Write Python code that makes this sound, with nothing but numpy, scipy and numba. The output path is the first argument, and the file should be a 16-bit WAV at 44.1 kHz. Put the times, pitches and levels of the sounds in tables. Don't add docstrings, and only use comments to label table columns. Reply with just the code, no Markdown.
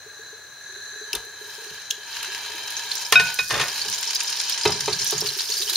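import sys
import numpy as np
from scipy import signal
from scipy.fft import rfft, irfft, next_fast_len
from scipy.io import wavfile
from scipy.ndimage import uniform_filter1d
from numba import njit

SR = 44100
rng = np.random.default_rng(int(sys.argv[2]) if len(sys.argv) > 2 else 0)


def digitize_waveform(pressure):
    field = np.atleast_2d(pressure).T
    bounded = np.clip(field, -1, 1)
    quanta = np.round(bounded * 32767).astype(np.int16)
    wavfile.write(sys.argv[1], SR, quanta)


def linear_from_db(decibels):
    return 10 ** (np.asarray(decibels, float) / 20)


N = 254317
T = np.arange(N) / SR

# [f/Hz, width/Hz, relative level/dB]
JETS = [(1663.5, 120, -1.5), (2544, 23, -15), (4034, 203, -4.5), (5630, 75, -21), (6190, 140, -7.5),
        (7210, 210, -17.5), (9050, 150, -26), (10760, 610, -28), (14200, 100, -32)]
# [f/Hz, level/dB per Hz]
KITCHEN_SPECTRUM = [(15, -64), (25, -53), (84, -7.5), (236, -20.5), (416, -11.5), (887, -12.5), (1650, -9),
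                    (2000, -14), (2910, -18), (4030, -23), (5140, -19.5), (6210, -14.5), (7920, -18.5),
                    (10700, -31), (16000, -23.5)]
# [t/s, fizz level/dB before the low part is scaled, treble spray level/dB,
# pot hum level/dB, gain of the low fizz/dB]
BOILING = [(1.05, -60, -59, -43, -6), (1.3, -63, -64, -57, -8), (1.5, -44.5, -49.5, -44.5, -9),
           (1.8, -46, -55, -50, 7), (1.88, -48.5, -64, -48, -19), (2.0, -53, -60, -48, -7),
           (2.15, -36.5, -48, -40, 5), (2.6, -41.5, -48, -37, 3.5), (3.05, -33, -45.5, -37.5, -4),
           (3.11, -38.5, -45, -40.5, -13), (3.3, -34.5, -44, -32, 3), (3.5, -33.5, -41.5, -69, -21),
           (3.7, -31, -43, -37, -3), (4.5, -28, -48.5, -38.5, -3.5), (4.66, -30.5, -54, -36.5, -3.5),
           (5.05, -28.5, -45, -39.5, -5.5), (5.3, -31, -42, -46, -2), (5.6, -28, -37, -46.5, -7.5),
           (5.77, -30.5, -35, -40, -3)]
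# [f/Hz, level/dB per Hz]
FIZZ_SPECTRUM = [(350, -62), (600, -30), (931, -8), (1370, -8.5), (1530, -3), (1980, -10), (3080, -2.5),
                 (3340, -7), (5050, -1), (7110, -3), (7940, -6.5), (8990, 2), (16000, -22)]
# [f/Hz, t60/s]
POT_MODES = [(370, 0.42), (425, 0.31), (650, 0.11), (800, 0.22), (940, 0.15), (1270, 0.41), (1670, 0.12),
             (2062, 0.29), (2350, 0.12), (2600, 0.21), (3120, 0.099), (3640, 0.2), (3890, 0.16),
             (4140, 0.16), (4930, 0.098), (5300, 0.47), (6060, .1), (6920, 0.042)]
POT_SHARES_DB = [-6.5, 1.5, -14, -7, 0.5, -9, -9, -9, -3.5, -2, 1.5, -5, 2, 2.5, -5.5, -17, -28, -10.5]
# [t/s, pop level/dB, nominal f/Hz]
LOUD_SPITS = [(1.1505, -21.5, 3670), (1.905, -21, 6300), (2.767, -20.5, 6000), (2.915, -16, 4120),
              (2.954, -23, 5600), (2.979, -25, 6080), (3.05, -25, 4840), (3.2695, -21, 2430),
              (3.8153, -18.5, 4450), (3.935, -20.5, 5970), (4.0749, -19.5, 5390), (4.1474, -24, 5450),
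              (4.1565, -16.5, 4850), (4.2767, -20, 5240), (4.5232, -16, 5280), (4.634, -17, 4960),
              (4.674, -16, 5190), (4.7206, -17.5, 5030), (4.9298, -14.5, 4440), (4.99, -20, 5700),
              (5.0168, -16.5, 5300), (5.065, -17, 5820), (5.077, -23, 5740), (5.0983, -17, 5780),
              (5.1186, -20, 4530), (5.1804, -18, 6540), (5.209, -18.5, 5150), (5.254, -26, 5400),
              (5.2713, -21, 4580), (5.2879, -18.5, 4080), (5.3928, -19, 4240), (5.5202, -18.5, 4340),
              (5.5694, -19.5, 5000), (5.6217, -20, 3800), (5.677, -20.5, 3050), (5.698, -16, 3920),
              (5.7334, -24, 3960), (5.7566, -8.5, 4150)]
# [t/s, level/dB]
LOUD_TICKS = [(1.1317, -24), (1.151, -21.5), (1.25, -40), (1.909, -23), (2.229, -28.5), (2.704, -29.5),
              (2.954, -27), (3.1234, -13), (3.2387, -33), (3.342, -24.5), (3.6732, -34), (3.9, -27.5),
              (3.9863, -28.5), (4.0107, -29), (4.15, -22.5), (4.2344, -27.5), (4.2833, -45), (4.301, -28),
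              (4.365, -32), (4.4144, -29), (4.4963, -22.5), (4.65, -30), (4.707, -32), (4.804, -28.5),
              (4.82, -36), (5.045, -20.5), (5.074, -22.5), (5.108, -20), (5.2053, -23), (5.273, -26),
              (5.3738, -33), (5.6971, -27)]
# [t/s, level/dB, f/Hz at the start]
BUBBLE_PINGS = [(0.063, -39.5, 425), (0.194, -40, 428), (0.329, -40, 426), (.458, -53, 420),
                (0.692, -47.5, 374), (0.726, -47, 382), (0.765, -43, 396), (.863, -52, 405),
                (0.927, -45, 404), (.96, -43, 412), (1.013, -35.5, 415), (1.201, -42, 437),
                (1.235, -42.5, 435), (1.271, -42.5, 416), (1.413, -37, 413), (1.444, -46, 394),
                (1.582, -38.5, 423), (1.62, -42.5, 442), (1.665, -39.5, 400), (1.712, -41.5, 413),
                (1.924, -44, 420), (1.98, -43, 405), (2.28, -41, 370), (2.498, -41, 408), (2.546, -40, 329),
                (4.756, -31.5, 402), (4.933, -38, 398), (5.008, -38.5, 390), (5.248, -29, 403),
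                (5.366, -37, 383), (5.431, -56.5, 440), (5.496, -35.5, 426), (5.603, -35.5, 367),
                (5.629, -40, 407), (5.667, -36.5, 416), (5.717, -39, 346)]
# [t/s, relative level/dB, contact/ms, relative crack level/dB]
POT_BLOWS = [(1.133, -26, .8, -6), (1.151, -26.5, 0.32, 14), (1.163, -34, 0.56, -17),
             (3.853, -27.5, 2.6, -14), (4.653, -6.5, 0.39, 5.5), (4.691, -18, 0.59, -20),
             (4.878, -13, 0.65, 3), (5.124, -15, 2.1, -17), (5.219, -20, 1.9, -20)]
# [t/s, level/dB, middle f/Hz, t60/s of the middle pitch]
OIL_SLAPS = [(1.132, -18, 2670, 0.029), (1.1308, -19.5, 5320, 0.025), (1.9094, -15.5, 3290, 0.027),
             (1.9088, -23, 6470, 0.015)]
DISH_MODES_HZ = [700, 1480, 1545, 2250, 2506, 2950, 3770, 5238]
# [relative level/dB, t60/s]
DISH_RINGING = [(-18, 0.46), (-1.5, 0.56), (-12, 0.6), (-24, 0.38), (3.5, 0.3), (-19, 0.16), (-3, 0.11),
                (-15, 0.17)]
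# [f/Hz, relative level/dB, t60/s before any cap]
COUNTER_MODES = [(442, -8, 0.11), (1053, -1, 0.06), (1817, 2.5, 0.063), (2430, -4, 0.059),
                 (2820, -6, 0.043), (3610, -1, 0.023), (4570, -26, 0.016), (5340, -21, 0.023),
                 (7150, -16, 0.023), (8900, -12.5, 0.076)]
# [t/s, glass level/dB, counter level/dB, share of the free t60, hardness/dB per octave]
DISH_KNOCKS = [(3.1245, -54, -14, .5, 0), (3.1529, -8.5, -53, 0.78, 0.7), (3.197, -28, -19.5, 1.1, 10),
               (3.389, -18, -27, 0.46, 8.5), (3.499, -45, -35.5, 0.24, 0), (3.506, -41, -23, 0.19, 0),
               (3.541, -33, -27, 0.34, 3), (3.577, -54, -31, .3, 0), (3.5972, -26, -23, 0.19, 3),
               (3.612, -49, -23.5, 0.4, 2), (3.63, -35, -57, 0.4, -10)]
# [t/s, level/dB, hold/s, deep part relative to it/dB]
SHAKING = [(1.125, -53, 0.04, 3), (1.705, -54, 0.011, -6), (3.125, -41.5, .12, -23), (3.41, -48, 0.011, -5),
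           (3.51, -40.5, 0.11, -14), (3.795, -56, .015, -11), (3.869, -47, 0.015, -18),
           (4.651, -33, 0.064, -17), (4.8, -45.5, 0.12, -12.5), (4.915, -45.5, 0.027, -23),
           (5.0, -47, 0.05, -12), (5.12, -44, 0.092, -14), (5.22, -51, 0.071, -12)]
# [f/Hz, gain/dB]
SIDE_GAIN = [(60, -6), (110, -6.5), (200, -3), (380, -1), (700, -5.5), (1290, -14), (2380, -9),
             (4400, -4.5), (8120, -0.5), (15000, .5)]
# [t/s, left minus right gain/dB]
BALANCE = [(0.0, 1.6), (1.0, 0.8), (2.0, 0.5), (5.77, -0.9)]

BURNER_DB, BURNER_DRIFT_DB, KITCHEN_DB = -41.5, 1.9, -50.5
SPIT_T60_S, STEAM_DB, SPRAY_DB = 0.06, -10.5, -20.5
SMALL_SPIT_DB, SMALL_SPIT_HZ = -2, (3110, 6300)
TICK_T60_S, SMALL_TICK_DB = 0.025, 7
FOLLOW_S, FOLLOW_DB = 0.065, -7.5
DRAG_START_S, DRAG_STOP_S, DRAG_DB = 3.49, 3.604, -25
DRAG_ATTACK_S, DRAG_T60_S = 0.054, 0.41
RUMBLE_RISE_S, RUMBLE_T60_S = 0.01, 0.26
BASS_SIDE_DB, HIT_SIDE_DB = -10, -2
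ROOM_T60_S, ROOM_DB = 0.32, -12.5
NOTCH_HZ, NOTCH_WIDTH_HZ, TOP_HZ = 7837, 590, 15750


def level(x, db=0):
    return x * linear_from_db(db) / np.sqrt(np.mean(x ** 2))


def curve(table):
    s, *columns = np.transpose(table)
    return [np.interp(T, s, c) for c in columns]


def shape(x, gain):
    size = next_fast_len(N)
    hz = np.maximum(np.arange(size // 2 + 1) * SR / size, 1)
    return irfft(rfft(x, size) * gain(hz), size)[..., :N]


def colour(x, points):
    hz, db = np.transpose(points)
    return shape(x, lambda f: linear_from_db(np.interp(np.log(f), np.log(hz), db)))


def above(x, lo_hz):
    return shape(x, lambda f: 1 / np.sqrt(1 + (lo_hz / f) ** 12))


def noise():
    return rng.standard_normal((2, N))


def band(lo_hz, hi_hz):
    return level(shape(noise(), lambda f: 1 / np.sqrt((1 + (lo_hz / f) ** 8) * (1 + (f / hi_hz) ** 8))))


@njit
def add(out, start, hz, t60, size, glide, phase):
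    for k in range(len(start)):
        turn = 2 * np.pi * hz[k] / SR
        p = np.exp(1j * turn - np.log(1000) / (t60[k] * SR))
        bend = np.exp(1j * turn * glide / (t60[k] * SR))
        z, other = size[k] + 0j, np.exp(1j * phase[k])
        for i in range(start[k], min(start[k] + int(t60[k] * SR), out.shape[1])):
            out[0, i] += z.imag
            out[1, i] += (z * other).imag
            z, p = z * p, p * bend


def rings(s, hz, t60, db, glide=0.):
    s, hz, t60, db = (1. * a.ravel() for a in np.broadcast_arrays(s, hz, t60, db))
    out = np.zeros((2, N))
    phase = rng.uniform(0, 2 * np.pi, len(s))
    add(out, (s * SR).astype(np.int64), hz, t60, linear_from_db(db), glide, phase)
    return out


def struck(s, hz, t60, db):
    return rings(s + 0.0061 * rng.random((len(s), len(hz))), hz, t60, db)


def decay(kicks, t60):
    return signal.lfilter([1], [1, -np.exp(-np.log(1000) / (t60 * SR))], kicks)


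def bursts(s, db, t60):
    return decay(np.bincount((s * SR).astype(int), linear_from_db(db), N)[:N], t60)


def held(s, hold, attack, t60):
    return np.clip((T - s) / attack, 0, 1) * np.exp(-np.log(1000) * np.maximum(T - s - hold, 0) / t60)


def lesser(count, level_db, spread_db, range_hz):
    when, size, pitch = rng.random((count, 3)).T
    db = level_db[(when * N).astype(int)] + spread_db * (size - 0.5)
    return np.array([when * N / SR, db, range_hz[0] * (range_hz[1] / range_hz[0]) ** pitch])


def puffs(count, spread_db, t60):
    when, size = rng.random((count, 2)).T
    kicks = np.zeros(N)
    kicks[(when * N).astype(int)] = linear_from_db(spread_db * size)
    flow = 2.1 + decay(kicks, t60)
    return flow / uniform_filter1d(uniform_filter1d(flow, size=4000), size=4000)


def grains(count, lo_hz, hi_hz, cycles, spread_db):
    when, pitch, length, size = rng.random((count, 4)).T
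    hz = lo_hz * (hi_hz / lo_hz) ** pitch
    db = spread_db * np.minimum(-np.log(1 - size), 4.5)
    return level(rings(when * N / SR, hz, cycles * (0.5 + length) / hz, db, glide=0.28))


def burner():
    def resonances(f):
        return np.sqrt(sum(linear_from_db(2 * db) / (1 + (2 * (f - hz) / width) ** 2) ** 1.45
                           for hz, width, db in JETS))
    jets = level(shape(noise(), resonances), BURNER_DB)
    drift = level(np.interp(T, np.linspace(0, T[-1], 24), rng.standard_normal(24)))
    hush = level(colour(noise(), KITCHEN_SPECTRUM), KITCHEN_DB)
    return jets * linear_from_db(BURNER_DRIFT_DB * drift) + hush


def rumble():
    low, deep = band(102, 166), band(36, 95)
    return sum(linear_from_db(db) * held(s, hold, RUMBLE_RISE_S, RUMBLE_T60_S) * (low + linear_from_db(deep_db) * deep)
               for s, db, hold, deep_db in SHAKING)


def knocks():
    s, glass_db, clack_db, free, hard_db = np.transpose(DISH_KNOCKS)[:, :, None]
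    share_db, t60 = np.transpose(DISH_RINGING)
    tilt_db = hard_db * np.log2(np.array(DISH_MODES_HZ) / 2500)
    glass = struck(s, DISH_MODES_HZ, free * t60, glass_db + share_db + tilt_db)
    hz, share_db, t60 = np.transpose(COUNTER_MODES)
    clack = struck(s, hz, np.minimum(t60, 0.09), clack_db + share_db)
    rattle = bursts(s.ravel(), clack_db.ravel() + 3.5, 0.088) * band(780, 5700)
    return above(glass + clack, 253) + rattle


def drag():
    def resonances(f):
        return np.sqrt(sum(linear_from_db(2 * db) / (1 + ((f - hz) * 0.92 * t60) ** 2)
                           for hz, db, t60 in COUNTER_MODES))
    scrape = level(above(shape(noise(), resonances), 320), -6.0)
    motion = held(DRAG_START_S, DRAG_STOP_S - DRAG_START_S, DRAG_ATTACK_S, DRAG_T60_S)
    sliding = linear_from_db(DRAG_DB) * motion * puffs(count=500, spread_db=2.0, t60=0.024)
    return sliding * (scrape + linear_from_db(-3) * band(320, 2600))


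def thuds():
    s, db, ms, crack_db = np.transpose(POT_BLOWS)
    hz, t60 = np.transpose(POT_MODES)
    share_db = POT_SHARES_DB - 10 * np.log10(1 + (hz * ms[:, None] / 1000) ** 2)
    ring = above(struck(s[:, None], hz, 0.35 * t60, db[:, None] + share_db - 7.5), 295)
    crack = bursts(s, db + crack_db - 16.5, 0.063) * band(1040, 7000)
    body = bursts(s, db - 19.5, 0.22) * band(700, 1180)
    return ring + crack + body


def slaps():
    s, db, hz, t60 = np.transpose(OIL_SLAPS)
    pitches = hz * np.array([[0.9], [1], [1.1]])
    return above(rings(s, pitches, t60 * np.array([[0.5], [1], [0.5]]), db), 2600)


def blips():
    s, db, hz = np.transpose(BUBBLE_PINGS)
    first = rings(s, hz, 0.12, db, glide=0.29)
    second = rings(s + FOLLOW_S, hz, 0.07, db + FOLLOW_DB, glide=0.1)
    return shape(first + second, lambda f: 1 / (1 + (np.log(f / 420) / 0.37) ** 4))


def spits():
    fizz_db, spray_db = np.array(curve(BOILING)[:2]) - 99 * (T < BOILING[0][0])
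    small = lesser(count=220, level_db=fizz_db + SMALL_SPIT_DB, spread_db=7.0, range_hz=SMALL_SPIT_HZ)
    s, db, hz = np.hstack([np.transpose(LOUD_SPITS), small])
    late, near = rng.random((len(s), 2, 4)).transpose(1, 2, 0) * [[0], [1], [1], [1]]
    times = s + 0.34 * SPIT_T60_S * late
    pitches = hz * 1.25 ** (near * [[0], [1], [-1], [0.5]])
    pop = above(rings(times, pitches, 0.53 * SPIT_T60_S, db - 17.6 * late), 2560)
    steam_flow = uniform_filter1d(bursts(s + 0.0011, db + STEAM_DB, SPIT_T60_S), size=120)
    steam = steam_flow * band(3630, 5740)
    spray = bursts(s, db + SPRAY_DB, 0.5 * SPIT_T60_S) * band(7600, 9700)
    small = lesser(count=70, level_db=spray_db + SMALL_TICK_DB, spread_db=4.0, range_hz=(1, 1))[:2]
    when, tick_db = np.hstack([np.transpose(LOUD_TICKS), small])
    ticks = bursts(when, tick_db, TICK_T60_S) * band(6100, 13000)
    return pop + steam + spray + ticks


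def sizzle():
    fizz_db, spray_db, hum_db, low_db = curve(BOILING)
    flow = puffs(count=300, spread_db=20.0, t60=0.033)
    small = shape(grains(14000, 1657, 7470, 19.5, 2.5), lambda f: np.sqrt(f / 4000))
    large = above(grains(1500, 3360, 6750, 51, 2.1), 2800)
    bubbling = (small + linear_from_db(-3.0) * band(600, 5800)) * flow + linear_from_db(-4.5) * large
    fizz = level(colour(bubbling, FIZZ_SPECTRUM))
    fizz = fizz + (linear_from_db(low_db) - 1) * (fizz - above(fizz, 4340))
    mist = linear_from_db(3.5) * band(8000, 14500) * puffs(count=260, spread_db=11.0, t60=0.077)
    fine = grains(4000, 7900, 9500, 5.1, 4.9) + mist

    def resonances(f):
        return np.sqrt(sum(linear_from_db(2 * db) / (1 + ((f - hz) * 0.3 * t60) ** 2) / (1 + (620 / hz) ** 6)
                           for (hz, t60), db in zip(POT_MODES[1:], POT_SHARES_DB[1:])))
    hum = level(shape(noise(), resonances))
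    onset = np.clip((T - BOILING[0][0]) / 0.066, 0, 1)
    spray = level(fine * np.sqrt(flow))
    return onset * (linear_from_db(fizz_db) * fizz + linear_from_db(spray_db) * spray + linear_from_db(hum_db) * hum)


def room(near):
    t = T[:SR // 2]
    tail = noise()[:, :SR // 2] * np.exp(-np.log(1000) * t / ROOM_T60_S) * (t > 0.004)
    tail = tail * linear_from_db(ROOM_DB) / np.sqrt(np.sum(tail ** 2, axis=1, keepdims=True))
    return signal.fftconvolve(near, tail, axes=1)[:, :N]


def scene():
    bass = (blips() + thuds() + rumble()) * linear_from_db(np.array([[0], [BASS_SIDE_DB]]))
    hard = (knocks() + drag() + slaps()) * linear_from_db(np.array([[0], [HIT_SIDE_DB]]))
    near = sizzle() + spits() + bass + hard
    mid, side = near + room(near) + burner()
    side = colour(side, SIDE_GAIN)
    lean_db = curve(BALANCE)[0] / 2
    return np.array([(mid + side) * linear_from_db(lean_db), (mid - side) * linear_from_db(-lean_db)])


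def band_limit(x):
    return signal.sosfilt(signal.butter(12, 16990, fs=SR, output="sos"), x)


def record(dry):
    def response(f):
        gap = (1 - np.exp(-((f - NOTCH_HZ) / (NOTCH_WIDTH_HZ / 2)) ** 2)) ** 0.96
        return gap / (1 + (f / TOP_HZ) ** 300)
    mix = np.clip(shape(dry, response), -1, 1)
    return band_limit(mix)


dry = scene()
out = record(dry)
digitize_waveform(out)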